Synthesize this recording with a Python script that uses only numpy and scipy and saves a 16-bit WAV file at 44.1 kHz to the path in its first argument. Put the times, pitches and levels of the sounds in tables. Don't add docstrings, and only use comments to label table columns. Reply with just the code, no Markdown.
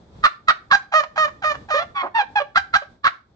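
import sys
import numpy as np
from scipy import signal
from scipy.fft import rfft, irfft, next_fast_len
from scipy.io import wavfile
from scipy.ndimage import uniform_filter1d, map_coordinates

SR = 44100
rng = np.random.default_rng(int(sys.argv[2]) if len(sys.argv) > 2 else 0)


def waveform_to_disk(signal):
    frames = np.transpose(np.atleast_2d(signal))
    scaled = np.clip(frames, -1, 1) * 32767
    samples = np.round(scaled).astype(np.int16)
    wavfile.write(sys.argv[1], SR, samples)


def makeup_ratio(level_db):
    decades = np.asarray(level_db, float) / 20
    return 10 ** decades


N = 147735
SWELL_S = .011


def unit(x):
    return x / np.sqrt(np.mean(x ** 2) + 1e-20)


def along(points, hz):
    f, v = np.transpose(points)
    return np.interp(np.log(hz + 1), np.log(f + 1), v)


def wobble(rate, size):
    return map_coordinates(rng.standard_normal(int(rate) + 4), [np.arange(size) * rate / SR])


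def filtered(x, response):
    n = x.shape[-1]
    m = next_fast_len(n + 8192)
    return irfft(rfft(x, m) * response(np.fft.rfftfreq(m, 1 / SR)), m)[..., :n]


def add(track, s, x):
    track[round(s * SR):][:len(x)] += x


def shape(t, length, attack, release):
    nearest_end = np.minimum(t / attack, (length - t) / release)
    return np.sin(np.pi / 2 * np.clip(nearest_end, 0, 1)) ** 2


def air():
    # (frequency [Hz], level [dB])
    air_tone = [(15, -35), (25, -26.5), (64, -7.5), (200, -13.5), (552, -21.5), (895, -25), (3000, -44),
                (3380, -35.5), (8080, -50.5), (10500, -95), (17800, -120)]
    # (frequency [Hz], likeness [0 to 1])
    likeness = [(60, 0.81), (240, 1), (480, 0.6), (960, 0), (8000, 0)]
    # (time [s], gain [dB])
    duck = [
        (0, -5),
        (.24, 1),
        (.3, -15.5),
        (.9, -10),
        (1.6, -5),
        (2.6, -14),
        (3.35, -16.5),
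    ]
    angle = lambda hz: np.arccos(np.clip(along(likeness, hz), -1, 1)) / 2
    spread = lambda hz: makeup_ratio(along(air_tone, hz)) * [np.cos(angle(hz)), np.sin(angle(hz))]
    mid, side = filtered(rng.standard_normal((2, N)), spread)
    stereo = unit(np.array([mid + side, mid - side]))
    swell_db = 2.8 * map_coordinates(rng.standard_normal(60), [np.arange(N) * 12 / SR])
    s, db = np.transpose(duck)
    duck_db = np.interp(np.arange(N) / SR, s, db)
    return stereo * makeup_ratio(-44.5 + swell_db + duck_db)


def voice(pitch_hz, rough, throat, airy=.1, second=None, mix=0):
    n = len(pitch_hz)
    shake = 0.0027 * wobble(60, n) + 0.083 * rough * wobble(400, n)
    hz = pitch_hz * (1 + shake)
    phase = 2 * np.pi * np.cumsum(hz) / SR
    k = np.arange(1, 19)[:, None]
    gain_db = (1 - mix) * along(throat, k * hz) + mix * along(second or throat, k * hz)
    drift_db = 1.2 * np.array([wobble(40, n) for _ in k])
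    start = 2 * np.pi * rng.random(k.shape)
    overtones = makeup_ratio(gain_db + drift_db) * (k * hz < 15000) * np.sin(k * phase + start)
    tone = np.sum(overtones, 0)
    smooth = lambda f: makeup_ratio(uniform_filter1d(along(throat, f), size=300)) * (f > 400)
    hiss = filtered(rng.standard_normal(SR // 4)[:n] * (1 + np.cos(phase)), smooth)
    flutter = makeup_ratio(7 * rough * wobble(300, n))
    return unit((unit(tone) + (rough + airy) * unit(hiss)) * flutter)


def cluck(row, turn_s, breaks):
    # (frequency [Hz], level [dB])
    low_throat = [(300, -49.5), (700, -20.5), (1200, -1), (1600, -5.5), (2150, -14), (2600, -23.5),
                  (4000, -22), (8500, -58.5)]
    # (frequency [Hz], level [dB])
    high_throat = [(300, -45), (800, -11), (1600, 0), (2400, -26), (3250, -25), (4100, -25), (6800, -38),
                   (8500, -62)]
    # (frequency [Hz], level [dB])
    puff_tone = [(30, 6.5), (100, 5), (300, 3.5), (600, -21)]
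    high_hz, sag, after_s = 795, .1, .035
    low_rough, high_rough = .33, .17
    _, length, db, low_hz, turn = row
    t = np.arange(SR // 8) / SR - SWELL_S
    high = np.clip((t - turn) / turn_s + .5, 0, 1)
    sagging_hz = low_hz * (1 - sag * np.clip(t / turn, 0, 1))
    pitch = sagging_hz * (1 - high) + high_hz * high
    rough = low_rough + (high_rough - low_rough) * high * breaks
    sound = voice(pitch, rough, low_throat, airy=.05, second=high_throat, mix=high * breaks)
    puff = unit(filtered(rng.standard_normal(len(t)), lambda f: makeup_ratio(along(puff_tone, f))))
    body = shape(t, length, .005, .007)
    swell = makeup_ratio(-22) * shape(t + SWELL_S, 2 * SWELL_S, SWELL_S, SWELL_S)
    after = breaks * makeup_ratio(-15) * shape(t - turn, length - turn + after_s, 0.0033, after_s)
    sound = sound / np.sqrt(np.mean((body * sound) ** 2) / np.mean(body ** 2))
    return makeup_ratio(-9.5 + db) * ((body + swell + after) * sound + makeup_ratio(-28.5) * body * puff)


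def clucks():
    # (time [s], length [s], level [dB], low pitch [Hz], upward turn after [s])
    sweeping = [
        (.236, .037, 0, 630, .029),
        (.480, .035, -1, 645, .027),
        (3.041, .044, -4, 590, .032),
    ]
    # (time [s], length [s], level [dB], low pitch [Hz], break after [s])
    breaking = [
        (.710, .051, -2, 600, .016),
        (2.555, .035, -2.5, 690, .016),
        (2.736, .038, -3.5, 700, .018),
    ]
    out = np.zeros(N)
    for row in sweeping:
        add(out, row[0] - SWELL_S, cluck(row, .014, False))
    for row in breaking:
        add(out, row[0] - SWELL_S, cluck(row, .007, True))
    return out


def yelps():
    # (time of the clear part [s], length [s], level [dB], pitch [Hz])
    yelp_calls = [
        (0.942, 0.063, -12, 625.8),
        (1.182, 0.074, -15, 623),
        (1.445, 0.075, -16, 614.6),
        (1.71, 0.086, -18, 613.4),
    ]
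    # (frequency [Hz], level [dB])
    yelp_throat = [(300, -39), (620, -5.5), (1250, 0.5), (1870, -7), (2480, -16.5), (3700, -23.5),
                   (6800, -35.5), (8500, -60.5)]
    lead_s, lead_hz, drop_s, sag = .027, 790, .008, .045
    lead_db, fade_db, close_db = -10, -2, -19.5
    out = np.zeros(N)
    for s, length, db, pitch_hz in yelp_calls:
        t = np.arange(int((lead_s + length + .045) * SR)) / SR - lead_s
        marks = [-lead_s, -drop_s, 0, .015, .6 * length, length, length + .012, length + .025]
        low = pitch_hz * (1 - sag)
        pitch = np.interp(t, marks, [lead_hz, lead_hz, .98 * pitch_hz, pitch_hz, pitch_hz, low, low, low])
        rough = np.interp(t, marks, [.45, .45, .25, .03, .02, .05, .5, .7])
        level_db = np.interp(t, marks, [lead_db - 10, lead_db, -2, 0, fade_db, fade_db, close_db - 3, close_db])
        fade = shape(t + lead_s, lead_s + length + 0.046, 0.0067, 0.0087)
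        add(out, s - lead_s, makeup_ratio(db + level_db) * fade * voice(pitch, rough, yelp_throat, airy=0.067))
    return out


def glide(row, throat, rough, attack, bend=1, airy=0.05):
    _, length, db, first_hz, last_hz = row
    t = np.arange(int(length * SR)) / SR
    pitch = first_hz + (last_hz - first_hz) * (t / length) ** bend
    return t, makeup_ratio(db) * shape(t, length, attack, 0.0072) * voice(pitch, rough, throat, airy=airy)


def rising_note():
    # (time [s], length [s], level [dB], first pitch [Hz], last pitch [Hz])
    rise_call = [
        (1.738, .098, -23, 440, 712),
    ]
    # (frequency [Hz], level [dB])
    rise_throat = [(300, -21), (480, 5.5), (700, -4), (1400, -3), (2100, -12.5), (2800, -21.5),
                   (3500, -16.5), (8000, -53.5)]
    out = np.zeros(N)
    for row in rise_call:
        add(out, row[0], glide(row, rise_throat, .08, .008, bend=.42, airy=.1)[1])
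    return out


def squeak():
    # (time [s], length [s], level [dB], first pitch [Hz], last pitch [Hz])
    squeak_call = [
        (1.942, .085, -24.5, 1156, 1077),
    ]
    # (frequency [Hz], level [dB])
    squeak_throat = [(350, -60), (800, -4), (1120, -3.5), (2200, -9.5), (2800, -31), (3300, -17.5),
                     (8000, -57.5), (9500, -68.5)]
    out = np.zeros(N)
    for row in squeak_call:
        t, note = glide(row, squeak_throat, 0.14, 0.033, airy=.15)
        pulse = 1 + .5 * np.cos(2 * np.pi * 310 * t)
        add(out, row[0], note * pulse)
    return out


def hoof_scuff():
    # (time [s], length [s], level [dB])
    scuff_event = [
        (2.018, 0.079, -27.5),
    ]
    # (frequency [Hz], level [dB])
    straw_tone = [(120, -57), (200, -21.5), (371, -7), (446, -16.5), (667, 0.5), (766, -6), (1140, -3),
                  (8000, -65), (10400, -87), (17600, -120)]
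    out, t = np.zeros(N), np.arange(SR // 8) / SR
    for s, length, db in scuff_event:
        clumps = rng.standard_normal(len(t)) * makeup_ratio(2.8 * wobble(130, len(t)))
        grit = filtered(clumps, lambda f: makeup_ratio(along(straw_tone, f)))
        add(out, s, makeup_ratio(db) * shape(t, length, 0.016, 0.028) * unit(grit))
    return out


def whines():
    # (time [s], length [s], level [dB], first pitch [Hz], last pitch [Hz])
    whine_calls = [
        (2.14, 0.054, -15.5, 907, 910),
        (2.182, 0.044, -16, 878.5, 764.5),
        (2.354, .044, -15.5, 852, 800),
    ]
    # (frequency [Hz], level [dB])
    whine_throat = [(300, -41), (850, 1.5), (1800, -6.5), (2700, -14), (3500, -19), (4600, -30),
                    (6400, -43), (9000, -79)]
    out = np.zeros(N)
    for row, attack in zip(whine_calls, (.02, .01, .007)):
        add(out, row[0], glide(row, whine_throat, 0.09, attack, bend=1.1, airy=0.067)[1])
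    return out


def murmurs():
    # (time [s], length [s], level [dB], first pitch [Hz], last pitch [Hz])
    murmur_calls = [
        (2.217, 0.025, -36.5, 519, 493),
        (2.396, 0.032, -23, 608.6, 565),
        (2.817, 0.015, -31.5, 616, 566),
    ]
    # (frequency [Hz], level [dB])
    murmur_throat = [(300, -22), (600, -1), (1200, -4), (1800, -13.5), (3000, -18), (8000, -60)]
    out = np.zeros(N)
    for row in murmur_calls:
        add(out, row[0], glide(row, murmur_throat, .22, .008)[1])
    return out


def hoof_thud():
    # (time [s], length [s], level [dB], pitch [Hz])
    thud_event = [
        (2.585, .06, -44.5, 81),
    ]
    out, t = np.zeros(N), np.arange(SR // 8) / SR
    for s, length, db, hz in thud_event:
        add(out, s, makeup_ratio(db) * shape(t, length, .015, .03) * np.sin(2 * np.pi * hz * t))
    return out


def tail(share, level_db):
    # (frequency [Hz], time to fall 60 dB [s])
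    ring_time = [(300, 0.39), (1000, 0.27), (3000, 0.26), (8000, 0.31)]
    hz, t, z = signal.stft(rng.standard_normal((2, SR // 2)), SR, nperseg=256)
    decay = makeup_ratio(-60 * t / (share * along(ring_time, hz)[:, None]))
    sound = signal.istft(z * decay, SR, nperseg=256)[1]
    return makeup_ratio(level_db) * sound / np.linalg.norm(sound[0])


def barn(x):
    # (frequency [Hz], left over right [dB])
    lean = [(300, -2), (900, -2), (1500, -4.5), (2600, -8), (7600, -8.5)]
    wall_db, lag_s = -13, -.00018
    delays = .012 * rng.random((2, 6, 1)) + 0.0004543
    signs = rng.choice([-1, 1], (2, 6, 1))
    side = np.array([[.5], [-.5]])
    echoes = lambda f: np.sum(signs * np.exp(-2j * np.pi * f * delays), 1) / 2
    walls = lambda f: makeup_ratio(wall_db) * (f > 300) * echoes(f)
    direct = lambda f: np.exp(-2j * np.pi * f * side * lag_s)
    ports = lambda f: makeup_ratio(side * along(lean, f)) * (direct(f) + walls(f))
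    scatter = tail(1, -12.5) + tail(0.33, -9)
    room = filtered(scatter, lambda f: makeup_ratio(side * along(lean, f) / 2) * (f > 300))
    late = np.pad(x, (200, 0))[None]
    return filtered(x, ports) + signal.fftconvolve(late, room, axes=1)[:, :N]


def scene():
    birds = clucks() + yelps() + rising_note() + squeak() + whines() + murmurs()
    hoof = hoof_scuff() + hoof_thud()
    return air() + barn(birds + hoof)


def band_limit(x):
    return signal.sosfilt(signal.butter(12, 8230, fs=SR, output="sos"), x)


def record(dry):
    # (frequency [Hz], level [dB])
    band_edge = [(8200, 0), (8600, -6), (12000, -14), (15200, -30), (16000, -90)]
    ceiling = .88
    held = dry / (1 + np.abs(dry / ceiling) ** 6) ** (1 / 6)
    mix = filtered(held, lambda f: makeup_ratio(along(band_edge, f)))
    return band_limit(mix)


dry = scene()
out = record(dry)
waveform_to_disk(out)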